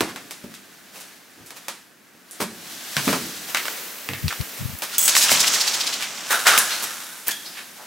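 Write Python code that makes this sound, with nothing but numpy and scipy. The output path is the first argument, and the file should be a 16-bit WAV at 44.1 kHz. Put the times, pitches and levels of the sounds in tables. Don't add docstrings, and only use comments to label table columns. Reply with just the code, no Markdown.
import sys
import numpy as np
from scipy import signal
from scipy.fft import rfft, irfft, next_fast_len
from scipy.io import wavfile

SR = 44100
rng = np.random.default_rng(int(sys.argv[2]) if len(sys.argv) > 2 else 0)


def unload_wav(signal):
    wavfile.write(
        sys.argv[1],
        SR,
        np.round(np.clip(np.atleast_2d(signal).T, -1, 1) * 32767).astype(np.int16),
    )


N = 346751
TIME = np.arange(N) / SR
EFFORT_REFERENCE_DB = -35

# [f/Hz, coefficient]
LIKENESS = [(60, .7), (220, .96), (900, .94), (2000, .87), (5000, .79), (15000, .8)]
# [t/s, level/dB, pitch f/Hz]
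THUDS = [(.007, -20.5, 320), (.009, -30, 191.3), (.437, -30.5, 205), (1.376, -44, 303.8), (1.405, -43, 140),
         (2.146, -49, 227.7), (2.402, -23, 564.2), (2.417, -25, 218), (2.967, -22.5, 148.6),
         (3.071, -14, 201), (3.076, -27.5, 93), (3.084, -23, 474.4), (3.13, -22, 402.1), (4.092, -26, 140),
         (5.317, -25.5, 179), (6.575, -41, 279.2), (7.284, -39, 285)]
# [t/s, level/dB]
SLIDE = [(4.9, -43.5), (5.05, -29), (5.158, -23.5), (5.344, -19.5), (5.886, -28.5), (6.06, -33.5),
         (6.29, -34)]
# [t/s, level/dB]
LAST_RUSTLE = [(7.1, -52), (7.464, -41), (7.67, -44), (7.86, -44.5)]


def from_db(db):
    return 10 ** (np.asarray(db) / 20)


def rms_one(x):
    return x / np.sqrt(np.mean(x ** 2) + 1e-20)


def at_hz(points, hz):
    f, value = np.array(points)[:, 0], np.array(points)[:, 1]
    return np.interp(np.log(hz + 1), np.log(f), value)


def filtered(x, gain):
    size = next_fast_len(x.shape[-1])
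    hz = np.fft.rfftfreq(size, 1 / SR) + 1
    return irfft(rfft(x, size) * gain(hz), size)[..., :x.shape[-1]]


def low_cut(x, edge_hz):
    return signal.sosfilt(signal.butter(2, edge_hz, "high", fs=SR, output="sos"), x)


def hump(centre_hz, octaves):
    return lambda hz: 1 / (1 + (np.log2(hz / centre_hz) / octaves) ** 2)


def resonances(modes, hz):
    return 1 + sum(from_db(db) / (1 + 2j * (hz - f) / width) for f, width, db in modes)


def add(out, s, sound):
    start = max(round(s * SR), 0)
    out[..., start:start + sound.shape[-1]] += sound[..., :N - start]


def blow(sound, db):
    energy = np.sum(np.atleast_2d(sound) ** 2, axis=1).mean()
    return from_db(db) * sound / np.sqrt(energy / (.005 * SR))


def stereo(pair, likeness=LIKENESS):
    mid = filtered(pair[0], lambda hz: np.sqrt(1 + at_hz(likeness, hz)))
    side = filtered(pair[1], lambda hz: np.sqrt(1 - at_hz(likeness, hz)))
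    return np.array([mid + side, mid - side])


def noise_burst(t):
    return stereo(rng.standard_normal((2, len(t))))


def grains(size, per_s, spread_db, hiss_db, likeness=LIKENESS):
    born = rng.random(size) < per_s / SR
    sizes = from_db(spread_db * np.minimum(rng.exponential(1, size), 4))
    signs = rng.choice([-1, 1], (2, size))
    clicks = rms_one(born * sizes * signs)
    hiss = from_db(hiss_db) * rng.standard_normal((2, size))
    return stereo(clicks + hiss, likeness)


def flutter(rate):
    return rms_one(filtered(rng.standard_normal(N), lambda hz: 1 / (1 + (hz / rate) ** 2)))


def effort(curve):
    s, db = np.transpose(curve)
    return np.interp(TIME, [s[0] - .15, *s, s[-1] + .15], [-110, *db, -110])


def room_response(early_db, early_s, gap_s):
    # [f/Hz, t60/s]
    wall_t60 = [(150, 0.6365), (400, 0.34), (1500, 0.38), (5000, 0.4244), (10000, 0.44), (16000, 0.072)]
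    t = TIME[:SR // 2]
    noise, tail = noise_burst(t), 0
    for k, (_, t60) in enumerate(wall_t60):
        share = [(row[0], j == k) for j, row in enumerate(wall_t60)]
        tail = tail + filtered(noise, lambda hz: at_hz(share, hz)) * from_db(-60 * t / t60)
    early = 1 + from_db(early_db) * np.exp(-t / early_s)
    onset = np.minimum(t / gap_s, 1) ** 2
    out = tail * early * onset
    return out / np.sqrt(np.sum(out ** 2) / 2)


def in_room(sound, rooms, wet_db):
    room = rooms[rng.integers(len(rooms))]
    mono = sound.mean(axis=0, keepdims=True)
    out = from_db(wet_db) * signal.fftconvolve(mono, room, axes=1)
    out[:, :sound.shape[1]] += sound
    return out


def shuffle(effort_db, level_db, follows, boom_db, diffuse_db, side_db):
    # [f/Hz, relative level/dB]
    rumble_colour = [(25, -36), (50, -18), (100, -16.5), (150, -7), (195, -2), (300, -2), (420, -6.5),
                     (600, -11.5), (1000, -47.5)]
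    boom_s = .17
    noise = rng.standard_normal((2, N))
    mid, side = rms_one(filtered(noise, lambda hz: from_db(at_hz(rumble_colour, hz))))
    moving = from_db(level_db + follows * (effort_db - EFFORT_REFERENCE_DB))
    booms = [from_db(db + boom_db) * (TIME > s) * np.exp(-np.abs(TIME - s) / boom_s) for s, db, _ in THUDS]
    level = np.sqrt(moving ** 2 + sum(boom ** 2 for boom in booms))
    spread = np.minimum(level, from_db(diffuse_db)) * from_db(side_db)
    return mid * level + side * spread * [[1], [-1]]


def buffets(left_db):
    # [t/s of the peak, level/dB, Gaussian spread/s]
    puff_rows = [(4.256, -21, 0.016), (4.408, -22, 0.009327), (4.625, -25.5, 0.017), (4.657, -24, 0.004994),
                 (4.692, -30.5, .012), (4.742, -31, 0.010666)]
    push = sum(from_db(db) * np.exp(-.5 * ((TIME - s) / spread) ** 2) for s, db, spread in puff_rows)
    noise = rng.standard_normal((2, N))
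    eddies = filtered(noise, lambda hz: hump(100, .9)(hz) / (1 + (hz / 230) ** 4))
    return rms_one(eddies) * push * from_db([[left_db], [-left_db]])


def rubbing(effort_db, source, colour, bands, modes=()):
    source = filtered(source, lambda hz: from_db(at_hz(colour, hz)) * resonances(modes, hz))
    out, above_reference = 0, effort_db - EFFORT_REFERENCE_DB
    for (db, follows), (low, high) in zip(bands, [(380, 3000), (3000, 9000), (9000, 20000)]):
        band = filtered(source, lambda hz: 1 / (1 + (low / hz) ** 6) / (1 + (hz / high) ** 8))
        out = out + rms_one(band) * from_db(EFFORT_REFERENCE_DB + db + follows * above_reference)
    return out * from_db(.5 * flutter(16.67))


def clothes(walking_db, cloth):
    # [f/Hz, relative level/dB]
    rustle_colour = [(400, -9), (700, 4), (1000, 0.5), (1350, 3.5), (1650, 5.5), (2100, 1.5), (3000, -1.5),
                     (6000, -5.5), (9000, -11.5), (16000, -15.5)]
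    # [level against the effort at its reference/dB, slope/dB per dB of effort]
    rustle_bands = [(-6.5, 0.81), (-1.5, 1.28), (-3.5, 1.22)]
    return rubbing(walking_db, cloth, rustle_colour, rustle_bands)


def sleeve(brushing_db, cloth):
    # [f/Hz, relative level/dB]
    brush_colour = [(400, 4.5), (800, -1.5), (1300, 1), (1900, 2), (3000, -1), (6000, -4), (10000, -9),
                    (13000, -6.5), (14400, -5.5), (16000, -8)]
    # [level against the effort at its reference/dB, slope/dB per dB of effort]
    brush_bands = [(-3.5, 0.83), (-2.5, 1), (-1, 0.6351)]
    return rubbing(brushing_db, cloth, brush_colour, brush_bands)


def drag(sliding_db, grit):
    # [f/Hz, relative level/dB]
    slide_colour = [(400, -8), (700, -3), (1500, -0.5), (3200, -4), (4600, -7), (5600, -4), (8000, -9),
                    (10000, -16), (16000, -19.5)]
    # [level against the effort at its reference/dB, slope/dB per dB of effort]
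    slide_bands = [(-5, 0.79), (-2.5, 0.9446), (-11.5, 0.99)]
    return rubbing(sliding_db, grit, slide_colour, slide_bands)


def chips(sliding_db, count):
    level_db, scatter_db = -5, 2.5
    low_hz, high_hz, octaves, decay_s = 1900, 7550, .1404, .00262
    first_s, last_s = SLIDE[0][0], LAST_RUSTLE[0][0]
    out, t = np.zeros((2, N)), TIME[:1024]
    for when, pitch in rng.random((count, 2)):
        s = first_s + when * (last_s - first_s)
        colour = hump(low_hz * (high_hz / low_hz) ** pitch, octaves)
        click = filtered(noise_burst(t), colour) * np.exp(-t / decay_s)
        db = np.interp(s, TIME, sliding_db) + level_db + scatter_db * rng.standard_normal()
        add(out, s, blow(click, db))
    return out


def shoving(bite_db, release_db_per_s):
    # [t/s, level/dB, hold/s]
    shove_rows = [(6.308, -22.5, 0.037), (6.463, -17, 0.082)]
    attack_db_per_s, bite_s = 1800, .041
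    levels = []
    for s, db, hold in shove_rows:
        early, late = np.maximum(s - TIME, 0), np.maximum(TIME - s, 0)
        attack = attack_db_per_s * early
        bite = bite_db * np.exp(-late / bite_s)
        release = release_db_per_s * np.maximum(late - hold, 0)
        levels.append(db - attack + bite - release)
    return np.maximum(np.max(levels, axis=0), -120)


def scrape(pushing_db, grit):
    # [f/Hz, relative level/dB]
    scrape_colour = [(400, -5), (650, -5.5), (1200, -8.5), (1800, -3.5), (2400, -6), (3900, -1.5),
                     (6400, -7), (11000, -8), (16000, -18)]
    # [level against the effort at its reference/dB, slope/dB per dB of effort]
    scrape_bands = [(-2, 0.92), (-8.5, 0.56), (-3.5, 0.36)]
    # [f/Hz, width/Hz, level/dB]
    board_modes = [(1380, 286.4, 18), (1580.8, 110, 3), (3001.3, 162.4, -2.5), (3736.4, 270, 6)]
    return rubbing(pushing_db, grit, scrape_colour, scrape_bands, modes=board_modes)


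def squeaks(rooms, room_db, octaves):
    # [t/s, level/dB, f/Hz, decay to 1/e/s]
    squeak_rows = [(3.547, -22, 2097, .0054), (4.933, -30.5, 1380, 0.014), (6.601, -31, 1683, 0.0652),
                   (6.706, -30, 4275, 0.046), (7.29, -26.5, 1720, 0.0097), (7.315, -36, 3350, .06),
                   (7.456, -40.5, 5050, 0.0385)]
    out, t = np.zeros((2, N)), TIME[:SR // 4]
    for s, db, pitch_hz, decay in squeak_rows:
        tone = rms_one(filtered(noise_burst(t), hump(pitch_hz, octaves)))
        add(out, s, in_room(from_db(db) * tone * np.exp(-t / decay), rooms, room_db))
    return out


def shard(rooms, room_db, run_s):
    # [t/s, level/dB]
    flex_rows = [(4.982, -11), (4.990, -16), (5.01, -15.5), (5.026, -15), (5.038, -14.5), (5.055, -14)]
    # [f/Hz, width/Hz, level/dB]
    shard_modes = [(3390, 90, 14), (6710, 200, 12), (7760, 170, 17), (8670, 200, 8), (9030, 160, 8),
                   (12850, 400, 4), (14100, 400, 1), (14890, 250, 7), (15560, 250, 11)]
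    out, t = np.zeros((2, N)), TIME[:SR // 6]
    for s, db in flex_rows:
        fractures = grains(len(t), per_s=4600, spread_db=3.5, hiss_db=-2) * np.exp(-t / run_s)
        ring = filtered(fractures, lambda hz: hump(13000, 1.6)(hz) * resonances(shard_modes, hz))
        add(out, s, in_room(blow(ring, db), rooms, room_db))
    return out


def crush(rows, rooms, room_db):
    out = np.zeros((2, N))
    for s, db, centre_hz, octaves, spread in rows:
        t = np.arange(-3 * spread, 3 * spread, 1 / SR)
        cloud = grains(len(t), per_s=3000, spread_db=3.8, hiss_db=-5)
        cloud = rms_one(filtered(cloud, hump(centre_hz, octaves)))
        cloud = from_db(db) * cloud * np.exp(-.5 * (t / spread) ** 2)
        add(out, s + t[0], in_room(cloud, rooms, room_db))
    return out


def tumble(rooms, room_db, count):
    start_s, first_turn_s, shrink = 5.408, .0695, .986
    first_db, loss_db, lopsided_db = -13, 1.16, .5
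    first_hz, dulling, octaves, spread_s = 5481, .04, .65, .007
    turn = np.arange(count)
    times = start_s + first_turn_s * (1 - shrink ** turn) / (1 - shrink)
    rows = []
    for k, s in enumerate(times):
        db = first_db - loss_db * k + lopsided_db * (-1) ** k
        rows.append((s, db, first_hz * np.exp(-dulling * k), octaves, spread_s))
    return crush(rows, rooms, room_db)


def crunches(rooms, room_db):
    # [t/s of the peak, level/dB,
    # centre f/Hz, half-width/octaves, Gaussian spread/s]
    crunch_rows = [(.095, -36.5, 1313, 1.2, .015), (.965, -40.5, 400, 4.6, 0.021),
                   (1.575, -38.5, 1100, 3.46, 0.01), (2.422, -23.5, 400, 3.2, .011),
                   (3.1, -32, 800, 5.7, 0.03928), (4.311, -28, 1620, .55, .005),
                   (4.583, -34.5, 2072, 2.967, .01), (4.838, -26, 1800, 5, 0.010616),
                   (4.94, -30, 3550, 1.282, 0.018), (5.094, -12.5, 6100, 0.63, 0.0033874),
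                   (5.175, -13.5, 6400, 1, .015), (5.229, -14.5, 4750, 1.157, .017),
                   (5.318, -14, 3300, 2.4, 0.01363), (5.444, -19.5, 2100, 1.024, .006),
                   (6.025, -26.5, 2380, 1.2, 0.019), (6.32, -20.5, 6000, 5.5, 0.012435),
                   (6.482, -16, 2300, 1.367, .01), (6.588, -9.5, 9200, 0.65, .004),
                   (6.722, -27.5, 3500, 0.72, 0.021), (6.835, -23.5, 6000, 6.3, 0.009696),
                   (7.273, -27.5, 12000, 1.285, .004), (7.286, -26, 2470, 2.3, 0.013),
                   (7.316, -23.5, 4516, 1.6, 0.005559), (7.465, -35.5, 4516, 0.29, 0.0097),
                   (7.585, -35, 2120, 0.95, 0.02118), (7.81, -44, 781.6, 1, .025)]
    return crush(crunch_rows, rooms, room_db)


def snaps(rooms, room_db):
    # [t/s, level/dB, centre f/Hz, half-width/octaves, room level/dB]
    snap_rows = [(.007, -14.5, 480, 1.8, -1), (.16, -30.5, 1400, 1.3593, 2), (.309, -29.5, 2570, 3.5, 1),
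                 (.54, -38, 2747, 2.143, 4), (1.002, -37.5, 4900, 4, 5), (1.462, -43, 8330, 1.5, 6),
                 (1.506, -34.5, 650, 2.5, 0), (1.683, -23.5, 1200, 2.76, 0),
                 (2.311, -36.5, 8933, 0.51, 4.5), (2.405, -25, 537, 2.6, -1), (2.967, -15.5, 1576, 1.17, 0),
                 (3.079, -19.5, 1423, 0.67, 2), (3.129, -19.5, 1000, 1, 3), (3.547, -16, 1740, 1.2, 0.5),
                 (3.571, -21, 1754, 1.55, 0.5), (3.655, -25, 1578, 1.1, -6),
                 (3.682, -22, 1489, 0.74, -11.5), (4.089, -22.5, 2050, .5, -3.5),
                 (4.135, -27, 2076, .55, 1), (4.281, -21, 3100, 1, -2), (4.326, -24, 1900, 1.34, -5),
                 (4.411, -29.5, 1813, 1.643, -5), (4.788, -31.5, 12000, .5, -16),
                 (4.821, -23.5, 1100, 2.2, 1), (4.982, -10.5, 15000, 1.1, -15),
                 (5.079, -8.5, 4070, 2.2, -2.5), (5.152, -13, 2800, 0.97, -4),
                 (5.166, -11.5, 1800, 1.4, -13), (5.294, -18, 1592, 0.63, -9),
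                 (5.317, -12.5, 920, 1.4, -12), (6.469, -9, 2000, 2.15, 3.5),
                 (6.577, -8.5, 1520, 2.5, -10.5), (7.282, -11.5, 14900, 0.54, -10)]
    decay_s, crumbling = .0019, .65
    out, t = np.zeros((2, N)), TIME[:2048]
    for k, (s, db, centre_hz, octaves, wet_db) in enumerate(snap_rows):
        colour, decay = hump(centre_hz, octaves), decay_s * octaves ** crumbling
        burst = filtered(noise_burst(t), colour) * np.exp(-t / decay)
        tail = filtered(rooms[k % len(rooms)], colour)
        add(out, s, blow(burst, db))
        add(out, s + decay / 2, blow(tail, db + room_db + wet_db))
    return out


def thuds(rooms, slap_db, rise_s, room_db):
    decay_cycles = 2
    out, t = np.zeros((2, N)), TIME[:8192]
    for s, db, pitch_hz in THUDS:
        slap = rms_one(filtered(noise_burst(t), hump(pitch_hz, .79)))
        cycles = np.sin(2 * np.pi * pitch_hz * t)
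        envelope = np.exp(-t * pitch_hz / decay_cycles) * (1 - np.exp(-t / rise_s))
        thud = (cycles + from_db(slap_db) * slap) * envelope
        add(out, s, in_room(blow(thud, db), rooms, room_db))
    return out


def scene():
    # [t/s, level/dB]
    walk_curve = [(0.0, -46), (0.24, -46), (0.66, -49), (0.91, -48), (1.03, -45), (1.28, -50.5),
                  (1.66, -47.5), (1.79, -50.5), (1.89, -54), (2.24, -53), (2.36, -45), (2.49, -45.5),
                  (2.73, -37.5), (2.82, -39), (3.1, -29), (3.26, -35.5), (3.5, -38.5)]
    # [t/s, level/dB]
    sleeve_curve = [(3.5, -39), (3.702, -32.5), (3.854, -39), (4.13, -41.5), (4.38, -38.5), (4.68, -40.5),
                    (4.868, -43.5), (4.9, -38)]
    # [f/Hz, coefficient]
    diffuse = [(400, .67), (2000, .72), (15000, .76)]
    creep_db, trickle_db, fade_db_per_s = -13.5, -7.5, 35
    rooms = [room_response(early_db=2.0, early_s=.025, gap_s=.005) for _ in range(16)]
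    cloth = grains(N, per_s=3000, spread_db=2.5, hiss_db=5.5, likeness=diffuse)
    grit = grains(N, per_s=3000, spread_db=3.3, hiss_db=0)

    walking = np.maximum(effort(walk_curve), effort(LAST_RUSTLE))
    brushing = effort(sleeve_curve)
    coasting = shoving(0, fade_db_per_s)
    sliding = np.maximum(effort(SLIDE), trickle_db + coasting)
    pushing = np.maximum(shoving(bite_db=6.5, release_db_per_s=132), creep_db + coasting)
    movement = np.max([walking, brushing, sliding], axis=0)

    low = shuffle(movement, level_db=-51.0, follows=.43, boom_db=-19.5, diffuse_db=-53.0, side_db=-6.5)
    low = low + buffets(left_db=3.5) + thuds(rooms, slap_db=-2.5, rise_s=.0018, room_db=-2.5)
    fabric = clothes(walking, cloth) + sleeve(brushing, cloth)
    friction = drag(sliding, grit) + scrape(pushing, grit)
    debris = chips(sliding, count=110) + squeaks(rooms, room_db=-2.5, octaves=.05)
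    debris = debris + shard(rooms, room_db=-1.0, run_s=.008025) + tumble(rooms, room_db=-7, count=9)
    debris = debris + crunches(rooms, room_db=-4.5) + snaps(rooms, room_db=0)
    debris = low_cut(debris, edge_hz=189.33)
    return fabric + low + (debris + friction) * from_db([[-.3], [.3]])


def record(dry):
    cutoff_hz = 15800
    x = dry / (1 + (dry / .92) ** 4) ** .25
    x = low_cut(x, edge_hz=75)
    return signal.sosfilt(signal.ellip(12, .1, 70, cutoff_hz, fs=SR, output="sos"), x)


dry = scene()
out = record(dry)
unload_wav(out)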